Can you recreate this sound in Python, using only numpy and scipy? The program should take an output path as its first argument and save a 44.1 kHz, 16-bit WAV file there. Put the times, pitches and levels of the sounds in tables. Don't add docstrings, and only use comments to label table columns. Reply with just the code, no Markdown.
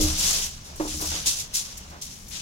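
import sys
import numpy as np
from scipy import signal
from scipy.fft import rfft, irfft
from scipy.io import wavfile
from scipy.ndimage import map_coordinates

SR = 44100
rng = np.random.default_rng(int(sys.argv[2]) if len(sys.argv) > 2 else 0)


def unload_wav(signal):
    wavfile.write(
        sys.argv[1],
        SR,
        np.round(np.clip(np.atleast_2d(signal).T, -1, 1) * 32767).astype(np.int16),
    )


def boost(x):
    u = np.asarray(x, float) / 20
    return 10 ** u


N = 106369
LEFT_RIGHT = np.array([[1], [-1]])


def rms_one(x):
    return x / np.sqrt(np.mean(x ** 2) + 1e-20)


def at_hz(points, hz):
    points_hz, values = np.transpose(points)
    return np.interp(np.log(hz), np.log(points_hz), values)


def drift(rate_hz):
    r = np.exp(-2 * np.pi * rate_hz * 20 / SR)
    slow = signal.lfilter([1], [1, -2 * r, r * r], rng.standard_normal(N // 20 + 1002))[1000:]
    return np.interp(np.arange(N) / 20, np.arange(len(slow)), rms_one(slow))


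def band(x, low_hz, high_hz):
    edges_hz = [low_hz, min(high_hz, 0.45 * SR)]
    return signal.sosfilt(signal.butter(2, edges_hz, "band", fs=SR, output="sos"), x)


def ring(clicks, hz, t60):
    r, w = boost(-60 / (t60 * SR)), 2 * np.pi * hz / SR
    return signal.lfilter([0, np.sin(w)], [1, -2 * r * np.cos(w), r * r], clicks + 1e-18)


def pair(three, share):
    lag_s = 0.0003007
    share = np.clip(share, 0, 1)
    late = map_coordinates(three[0], [np.arange(N) - lag_s * SR], order=3)
    return np.sqrt(share) * np.array([three[0], late]) + np.sqrt(1 - share) * three[1:]


def air():
    # f/Hz, level/dB
    spectrum = [(12, -32), (20, 0.5), (49, 0), (177, -2.5), (347, -16), (1530, -19.5), (5850, -24),
                (10500, -35), (16000, -33)]
    # f/Hz, likeness (-1 to 1)
    likeness = [(60, 1), (130, 0.96), (290, 0.65), (640, 0.18), (1400, -0.51), (3000, 0.17)]
    level_db = -47
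    edges = 18 * 2 ** np.arange(0, 10.2, 0.5)
    white = rng.standard_normal((2, 2, N + SR // 2))
    out = 0
    for k, (low, high) in enumerate(zip(edges, edges[1:])):
        hz = np.sqrt(low * high)
        mid, side = band(white[k % 2], low, high)[:, SR // 2:]
        alike = np.clip(at_hz(likeness, hz), -1, 1)
        stereo = np.sqrt(1 + alike) * mid + np.sqrt(1 - alike) * side * LEFT_RIGHT
        out = out + boost(at_hz(spectrum, hz)) * stereo
    return boost(level_db) * rms_one(out)


def room(x, seconds):
    t = np.arange(int(seconds * SR)) / SR
    tail = rng.standard_normal((2, len(t))) * boost(-60 * t / seconds) * np.minimum(t / 0.0066, 1)
    tail = tail / np.sqrt(np.sum(tail ** 2, axis=1, keepdims=True))
    return signal.fftconvolve(x, tail, axes=1)[:, :N]


def shake():
    # t/s, level/dB
    strength = [(0, -21.5), (.1, -32), (.4, -40.5), (.6, -47.5), (1.0, -38.5), (1.15, -38.5), (1.4, -48),
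                (2.41, -49.5)]
    # low f/Hz, high f/Hz, level/dB
    sways = [
        (19.5, 31, -4),
        (64.3, 77.1, -3.5),
        (113, 201, -8),
    ]
    white = rng.standard_normal((2, N + SR))
    mid, side = sum(boost(db) * rms_one(band(white, low, high)[:, SR:]) for low, high, db in sways)
    level_db = np.interp(np.arange(N) / SR, *np.transpose(strength))
    return boost(level_db) * (mid + 0.15 * side * LEFT_RIGHT)


def brushes():
    # t/s, length/s, level/dB
    strokes = [
        (0.035, 0.073, -40.5),
        (0.185, 0.22, -43.5),
        (0.672, 0.16, -52.5),
        (0.997, 0.057, -39.5),
        (1.118, 0.064, -46),
        (1.245, 0.031, -49.5),
        (1.914, 0.054, -46),
    ]
    low_hz, high_hz, rise_s, release_s = 270, 1400, 0.0027, 0.022
    t, shape = np.arange(N) / SR, 0
    for start, length, db in strokes:
        rise = np.clip((t - start) / rise_s, 0, 1)
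        release = np.exp(-np.maximum(t - start - length, 0) / release_s)
        shape = shape + boost(db) * rise * release
    return shape * rms_one(band(pair(rng.standard_normal((3, N)), 0.62), low_hz, high_hz))


def knocks():
    # t/s, level/dB, deep boom level/dB, contact cut f/Hz, share of the free ring time
    hits = [
        (.0002, -16, -9, 328, 0.92),
        (.04, -33, 4.5, 444, 0.73),
        (0.7988, -22.5, -33, 1760, 0.33),
        (0.8009, -19.5, -37, 1520, 0.38),
        (0.851, -28, -30, 700, 0.5),
        (.94, -36.5, -22, 730, 0.71),
        (1.021, -34.5, -5, 1500, .45),
        (1.111, -43.5, 7.5, 920, .6),
        (1.15, -43, -6, 1500, 0.21),
        (1.269, -39.5, -8, 900, 0.23),
    ]
    # f/Hz, level/dB, t60/s
    modes = [(224, -12, 0.39), (307.7, 4.5, 0.41), (322.2, -1, 0.16), (326.6, -3.5, 0.24),
             (388.3, -8, 0.24), (545, -8, 0.16), (601.3, -13, 0.34), (834, -27, .2), (890, -24, 0.043),
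             (1130, -27, 0.088), (1210, -12, .1), (1720, -26, .05)]
    deep_hz, deep_t60_s, top_low_hz = 74.4, 0.267, 265
    thud_db, thud_t60_s, thud_low_hz, thud_high_hz = -12, 0.2, 269, 1110
    luck_db, side_spread_db = 1.5, 0.6
    t, out = np.arange(N) / SR, np.zeros((2, N))
    noise = rng.standard_normal((3, N))
    white = noise[0] + 0.54 * noise[1:]
    luck = rng.normal(0, 1, (len(hits), len(modes), 2))
    for (start, db, deep_db, cut_hz, free), draw in zip(hits, luck):
        click = np.zeros(N)
        click[int(start * SR)] = boost(db)
        r = np.exp(-2 * np.pi * cut_hz / SR)
        soft = signal.lfilter([(1 - r) ** 2], [1, -2 * r, r * r], click + 1e-18)
        stiff = band(soft, top_low_hz, 8000)
        fade = (t > start) * boost(db + thud_db - 60 * np.maximum(t - start, 0) / thud_t60_s)
        out += fade * rms_one(band(white, thud_low_hz, min(thud_high_hz, cut_hz * 1.46)))
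        out += boost(deep_db) * ring(soft, deep_hz, deep_t60_s)
        for k, ((hz, mode_db, t60), (both, side)) in enumerate(zip(modes, draw)):
            level_db = mode_db + luck_db * both + side_spread_db * side * LEFT_RIGHT
            out += (-1) ** k * boost(level_db) * ring(stiff, hz, t60 * free)
    right = pair(out[[1, 0, 1]], 0.93)[1]
    return np.array([out[0], right])


def foil_crackles():
    per_s, size_spread_db, clump_db, clump_hz, shared = 11000, 1.5, 1.03, 138, 0.18
    sizes = boost(size_spread_db * np.minimum(rng.exponential(1, (2, 3, N)), 5))
    sizes = sizes * rng.choice([-1, 1], (2, 3, N))
    snaps = rng.random((2, 3, N)) < per_s / SR
    crackles = sizes * snaps * boost(clump_db * drift(clump_hz))
    return [pair(c, shared) for c in crackles]


def foil():
    # t/s, level/dB, tilt/(dB per octave), left over right/dB
    slide = [(0, -32, -1.5, 2.5), (.16, -33, -1.6, 1.5), (.28, -23, 0.16, 2), (.46, -30, 0.4, 0.7),
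             (.52, -44, -1.5, .6), (.61, -52, -4, 1.5), (.74, -52.5, -4.5, 1), (.82, -41.5, 1.7, 3),
             (.93, -36, -1.4, .6), (.99, -36.5, 3.3, 3.5), (1.15, -30.5, -3, .1), (1.25, -37.5, -1.5, 1.5),
             (1.38, -44.5, -4, -.6), (1.49, -58.5, -7, 2), (1.56, -36.5, -0.5, 2), (1.99, -58.5, -6.5, 0.5),
             (2.12, -44.5, 0.7, 2.5), (2.26, -53.5, 3, 5.5)]
    # t/s, level/dB, rise/s, t60/s, tilt/(dB per octave)
    pats = [(.005, -24, 0.014, 0.83, 3.5), (0.176, -25, .03, 0.72, 1), (.64, -44.5, 0.025, 0.48, -0.5),
            (0.758, -45.5, 0.0032, 0.37, 7.5), (.875, -35, 0.0089, 0.56, 1.5), (1.003, -30, 0.015, 0.12, 4),
            (1.055, -30.5, 0.009, 0.28, 3), (1.258, -19.5, .014, 0.41, 1.8), (1.355, -31, 0.05, 0.22, 1),
            (1.536, -23.5, .02, 0.34, 3), (1.77, -40, 0.0079, 0.083, 8.5), (1.898, -48, 0.0022, 0.2, 1.5),
            (2.013, -34, 0.0094, 0.34, 2.5), (2.28, -49, 0.0079, 0.45, 10.5), (2.265, -51, .005, .3, -5),
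            (2.306, -36, 0.057, 0.68, -4)]
    # f/Hz, density level/(dB per Hz)
    colour = [(400, -21), (1000, -16.5), (1900, -16.5), (3000, -9.5), (5000, -6.5), (8000, -10),
              (12000, -16.5), (16000, -27)]
    pat_knee_hz, pat_low_loss_db = 3220, 5.5
    top_fade_db_per_s = 60
    pivot_hz, patch_db, patch_hz = 6000, 1.2, 30
    t, out = np.arange(N) / SR, 0
    slide_t, *slide_values = np.transpose(slide)
    slide_db, slide_tilt, pan_db = (np.interp(t, slide_t, values) for values in slide_values)
    shapes = []
    for start, db, rise, t60, _ in pats:
        decay_db = 60 * np.maximum(t - start - rise, 0) / t60
        shapes.append(np.sqrt(np.clip((t - start) / rise, 0, 1)) * boost(db - decay_db))
    trains = foil_crackles()
    edges = 400 * 2 ** (np.arange(18) / 3)
    bands = list(zip(edges, edges[1:]))
    total = np.sqrt(sum(boost(2 * at_hz(colour, np.sqrt(a * b))) * (b - a) for a, b in bands))
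    for k, (low, high) in enumerate(bands):
        hz = np.sqrt(low * high)
        octaves = np.log2(hz / pivot_hz)
        thin_db = pat_low_loss_db * max(np.log2(pat_knee_hz / hz), 0)
        power = boost(2 * (slide_db + slide_tilt * octaves))
        for i, (start, _, rise, _, tilt) in enumerate(pats):
            if octaves > 0:
                shapes[i] = shapes[i] * boost(-top_fade_db_per_s / 3 * np.maximum(t - start - rise, 0))
            power = power + (shapes[i] * boost(tilt * octaves - thin_db)) ** 2
        patchy_db = at_hz(colour, hz) + patch_db * drift(patch_hz)
        gain = np.sqrt(power * (high - low)) * boost(patchy_db) / total
        out = out + gain * rms_one(band(trains[k % 2], low, high))
    return out * boost(pan_db / 2 * LEFT_RIGHT)


def scene():
    near = foil() + knocks() + brushes()
    echo = boost(-14) * room(band(near, 200, SR), 0.16)
    return near + echo + shake() + air()


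def top_cut(x):
    return signal.sosfilt(signal.butter(12, 16280, fs=SR, output="sos"), x)


def record(dry):
    # f/Hz, level/dB
    presence = [(4600, 0), (5300, 3.5), (5900, 5.5), (6500, 4.5), (7300, 5), (7900, 0.7), (10000, 1.36),
                (11500, 1.5)]
    cutoff_hz = 15880
    hz = np.maximum(np.arange(N // 2 + 1) * SR / N, 1)
    heard = irfft(rfft(dry) * boost(at_hz(presence, hz)) * (hz < cutoff_hz), N)
    return top_cut(heard)


dry = scene()
out = record(dry)
unload_wav(out)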